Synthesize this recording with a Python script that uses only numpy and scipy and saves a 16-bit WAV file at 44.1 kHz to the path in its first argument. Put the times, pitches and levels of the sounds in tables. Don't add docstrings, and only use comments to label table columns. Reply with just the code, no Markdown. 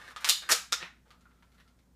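import sys
import numpy as np
from scipy import signal
from scipy.fft import rfft, irfft
from scipy.io import wavfile

SR = 44100
rng = np.random.default_rng(int(sys.argv[2]) if len(sys.argv) > 2 else 0)


def to_wav(s):
    ch = np.atleast_2d(s).T
    pcm = np.round(np.clip(ch, -1, 1) * 32767)
    wavfile.write(sys.argv[1], SR, pcm.astype(np.int16))


N = 85995


def amp(db):
    return 10 ** (np.asarray(db) / 20)


def along(points, hz):
    f, v = np.transpose(points)
    return np.interp(np.log(hz + 1), np.log(f + 1), v)


def norm(x):
    return x / np.sqrt(np.sum(x ** 2) + 1e-20)


def seconds(length):
    return np.arange(int(length * SR)) / SR


def fade(t, t60):
    return np.exp(-np.log(1000) * t / np.maximum(t60, 1e-4))


def add(out, start_s, x):
    i = round(start_s * SR)
    x, i = x[max(0, -i):], max(0, i)
    out[i:i + len(x)] += x[:len(out) - i]


def room_tone():
    # frequency_hz, density_db
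    air_spectrum = [(13, -35), (22, -11.5), (68, -5), (142, -4.5), (246, -6), (306, -13.5), (1140, -23),
                    (2090, -27.5), (2470, -32.5), (6620, -31), (15500, -38)]
    # pitch_hz, level_db
    partials = [(59.3, -67.5), (179, -78.5), (247.6, -79.5)]
    air_db, t = -68, np.arange(N) / SR
    colour = amp(along(air_spectrum, np.fft.rfftfreq(N, 1 / SR)))
    air = irfft(rfft(rng.standard_normal(N)) * colour, N)
    hum = sum(amp(db) * np.sqrt(2) * np.sin(2 * np.pi * (hz * t + rng.random())) for hz, db in partials)
    return amp(air_db) * norm(air) * np.sqrt(N) + hum


def gun_body(tint_db, notes, note_q=9.6, size=4096):
    bands = [400, 1400, 3800, 6500, 12000]
    # frequency_hz, level_db
    contact = [(40, -37), (130, -23.5), (300, -12), (700, -6), (1300, -2), (2200, 0.5), (4000, 3.5),
               (6500, 0), (9000, -4.5), (12000, -8), (15500, -17)]
    # pitch_hz, width_hz, level_db
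    stock = [(350, 70, -4), (490, 40, -2), (1300, 250, -10)]
    thump_db, knock_db, zing_db, fizz_db = tint_db[:4]
    f = np.fft.rfftfreq(size, 1 / SR)
    tint = along(list(zip(bands, [thump_db, knock_db, 0, zing_db, fizz_db])), f)
    peaks = list(stock) + [(hz, hz / note_q, db) for hz, db in notes]
    hollow = 1 + sum(amp(db) / (1 + (2 * (f - hz) / width) ** 2) for hz, width, db in peaks)
    cepstrum = irfft(np.log(hollow * amp(along(contact, f) + tint)))
    cepstrum[1:size // 2] *= 2
    cepstrum[size // 2 + 1:] = 0
    return norm(irfft(np.exp(rfft(cepstrum))))


def basement(x, echo_db=0):
    # delay_s, level_db
    walls = [(.0058, -5), (.0082, -16.5), (0.0151, -7), (0.0168, -12.5)]
    # frequency_hz, t60_s
    decay = [(150, .22), (350, 0.08), (600, 0.29), (1400, 0.32), (2400, .32), (4000, 0.3), (7000, 0.29),
             (14000, 0.25)]
    tail_db, scatter_db, scatter_t60_s, build_s = 0.5, 2.5, 0.095, 0.0022
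    t = seconds(0.6)
    hz, frame_s, noise = signal.stft(rng.standard_normal(len(t)), SR, nperseg=256)
    tail = signal.istft(noise * fade(frame_s, along(decay, hz)[:, None]), SR)[1][:len(t)]
    scatter = rng.standard_normal(len(t)) * fade(t, scatter_t60_s)
    build = 1 - np.exp(-(t / build_s) ** 2)
    response = amp(tail_db) * norm(tail * build) + amp(scatter_db) * norm(scatter * build)
    for delay_s, db in walls:
        add(response, delay_s, amp([db]))
    response *= amp(echo_db)
    response[0] += 1
    return signal.fftconvolve(x, response)


def slides():
    # start_s, length_s, level_db, thump_db, knock_db, zing_db, fizz_db, note_hz, note_db
    strokes = [(-.04, 0.14, -58, 14, 12, -5, -4.5, 1748, 9),
               (0.099, 0.024, -59, 5, 10, -4.5, -3, 1530, -0.5),
               (0.171, 0.093, -55.5, 4.5, 15, -4, -3.5, 1780, 2),
               (0.261, 0.028, -39, 4, 12, 2, 4.5, 1756, 4.5), (.422, 0.083, -60, 7, 7.5, -9, -6, 1690, 8),
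               (0.488, .024, -36.5, 5, -3, 20, 17, 1350, -11),
               (.505, .013, -27.5, 1.5, 0.5, -1, 5, 1582, 2), (0.795, 0.03, -49, 7, 3, -18, -31, 1840, 12),
               (0.833, 0.035, -53, 6.5, 15, -27, -8, 2075, 5),
               (1.051, .1, -72.5, 24.5, 17, -3, -3, 1300, -5),
               (1.172, 0.56, -82, 10, 11, -8, -1, 1357, 8.5),
               (1.567, 0.043, -72, 6, 10, -12, -2.5, 1850, 3)]
    slips_per_s, spread_db, fade_s = 2500, 7, 0.0051
    out, t = np.zeros(N), seconds(0.99)
    for start_s, length_s, db, *tint_db, note_hz, note_db in strokes:
        slips = (rng.random(len(t)) < slips_per_s / SR) * rng.choice([-1, 1], len(t))
        slips = slips * amp(spread_db * rng.standard_normal(len(t)))
        envelope = np.clip(np.minimum(t, length_s - t) / fade_s, 0, 1)
        friction = norm(slips) * np.sqrt(len(t)) * envelope
        gun = gun_body(tint_db, [(note_hz, note_db)])
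        add(out, start_s, amp(db) * basement(signal.fftconvolve(friction, gun)))
    return out


def chatter(t60, size=4096, passes=2):
    envelope = fade(np.arange(size) / SR, t60)
    burst = rng.standard_normal(size) * envelope
    for _ in range(passes):
        spectrum = rfft(burst)
        burst = irfft(spectrum / (np.abs(spectrum) + 1e-12)) * envelope ** 0.25
    return norm(burst)


def handling_ticks():
    # start_s, level_db, knock_db, treble_db, note_hz, note_db
    taps = [(.103, -35.5, 13, 2, 1100, -4), (0.1087, -27.5, 27, -1, 1060, 2),
            (.208, -36.5, -10, 22, 1400, 0), (.422, -23, 3, -12, 1590, 9), (1.081, -52.5, -3, -5, 2410, 0),
            (1.106, -34.5, 3, -7.5, 1230, 12), (1.209, -47.5, 6, 1, 1400, 2.5),
            (1.2553, -37.5, 27, -6.5, 1420, 8), (1.31, -46, 19, -8, 1415, -10),
            (1.425, -40.5, 14.5, -5.5, 1000, 7.5), (1.519, -48.5, 7, -1.5, 2200, 3.5),
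            (1.545, -47.5, 10, 3.5, 1400, 4.5), (1.601, -39, 7, -6.5, 1850, 8.5),
            (1.678, -47.5, 1, -3, 2100, 1.5), (1.79, -49, 5, -3.5, 2205, 2)]
    out = np.zeros(N)
    for start_s, db, knock_db, treble_db, note_hz, note_db in taps:
        gun = gun_body([knock_db / 2, knock_db, treble_db, treble_db], [(note_hz, note_db)])
        add(out, start_s, amp(db) * basement(signal.fftconvolve(chatter(t60=0.006), gun)))
    return out


def steel_ring(cluster=5, split_hz=45):
    # pitch_hz, level_db, t60_s
    modes = [(2830, -10.5, 0.067), (2795, -8.5, .2), (2936, -5, 0.31), (3490, -3.5, 0.13),
             (3740, -4.5, 0.35), (3984, -6, .28), (4220, -1.5, 0.22), (4260, -7, 0.21), (4830, -4, .27),
             (6870, -4.5, 0.17), (6930, -8.5, 0.31)]
    t = seconds(0.5)
    ring = np.zeros(len(t))
    for hz, db, t60 in modes:
        for _ in range(cluster):
            envelope = amp(db + rng.normal(0, 1.5)) * fade(t, t60)
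            pitch_hz = rng.normal(hz, split_hz)
            ring += envelope * np.sin(2 * np.pi * (pitch_hz * t + rng.random()))
    return ring / np.sqrt(cluster)


def clacks():
    # start_s, level_db, chatter_t60_s, thump_db, knock_db, zing_db, fizz_db,
    # note_hz, note_db (hollow), clang_hz, clang_db (metallic), ring_db, echo_db
    contacts = [(0.1623, -16, 0.0093, 7.5, 10.5, -1, -6.5, 1218, 15, 3450, 4, -55, -1.5),
                (0.2455, -3.5, 0.00065, -9, 2, -2, -4.5, 986, 10.5, 2220, -1, -53.5, -1.5),
                (.2897, -1.5, 0.0025, -14.5, -8.5, 2, 4.5, 1230, 4.5, 3000, 0, -47, 3),
                (0.2955, 5, 0.0022, -13.5, -12.5, 1.5, -1.5, 1203, 10.5, 4130, -4, -45.5, -3.5),
                (0.4906, -5, 0.014, 0, 14.5, 1, 2, 1302, 9.5, 1830, 2, -51.5, 2.5),
                (0.5036, -7.5, 0.0013, 15.5, 3, 4.5, 2.5, 1270, 7, 732, 1.5, -55, -0.5),
                (0.5146, 0, 0.0099, 4, 2.5, 9.5, 3, 1600, 5, 2400, 1.5, -50, 1.5),
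                (0.5204, 1, 0.014, 4, 0.5, 4, 4, 471, 14, 5250, -4.5, -54.5, -2),
                (0.7206, -25, 0.0074, 3.5, 0.5, -7, 7, 1270, -3, 2100, 0, -55, 8.5),
                (.7240, -2, 0.013, 6, 8, 8.5, -3.5, 1258, 13, 3675, 11.5, -59, -4),
                (.7290, -1.5, 0.0104, 3.5, 7, 9, -3.5, 1435, 9, 5350, 5, -58, -5.5),
                (0.8274, -14, 0.014, 5.5, 8, -18, -19, 1950, 1, 2480, 4.5, -58, -5)]
    out = np.zeros(N)
    for start_s, db, t60, *tint_db, note_hz, note_db, clang_hz, clang_db, ring_db, echo_db in contacts:
        blow = amp(ring_db) * steel_ring()
        add(blow, 0, chatter(t60))
        gun = gun_body(tint_db, [(note_hz, note_db), (clang_hz, clang_db)])
        add(out, start_s, amp(db) * basement(signal.fftconvolve(blow, gun), echo_db))
    return out


def settling_bump(start_s=0.828, pitch_hz=171.3, gain_db=-47, rise_s=0.0049, t60_s=0.11):
    out, t = np.zeros(N), seconds(0.5)
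    envelope = (1 - np.exp(-t / rise_s)) * fade(t, t60_s)
    add(out, start_s, amp(gain_db) * envelope * np.sin(2 * np.pi * pitch_hz * t))
    return out


def scene():
    return (clacks() + slides() + handling_ticks() + settling_bump() + room_tone())[None]


def record(dry):
    top_hz = 15500
    return signal.sosfilt(signal.ellip(14, 0.1, 70, top_hz, fs=SR, output="sos"), dry)


dry = scene()
out = record(dry)
to_wav(out)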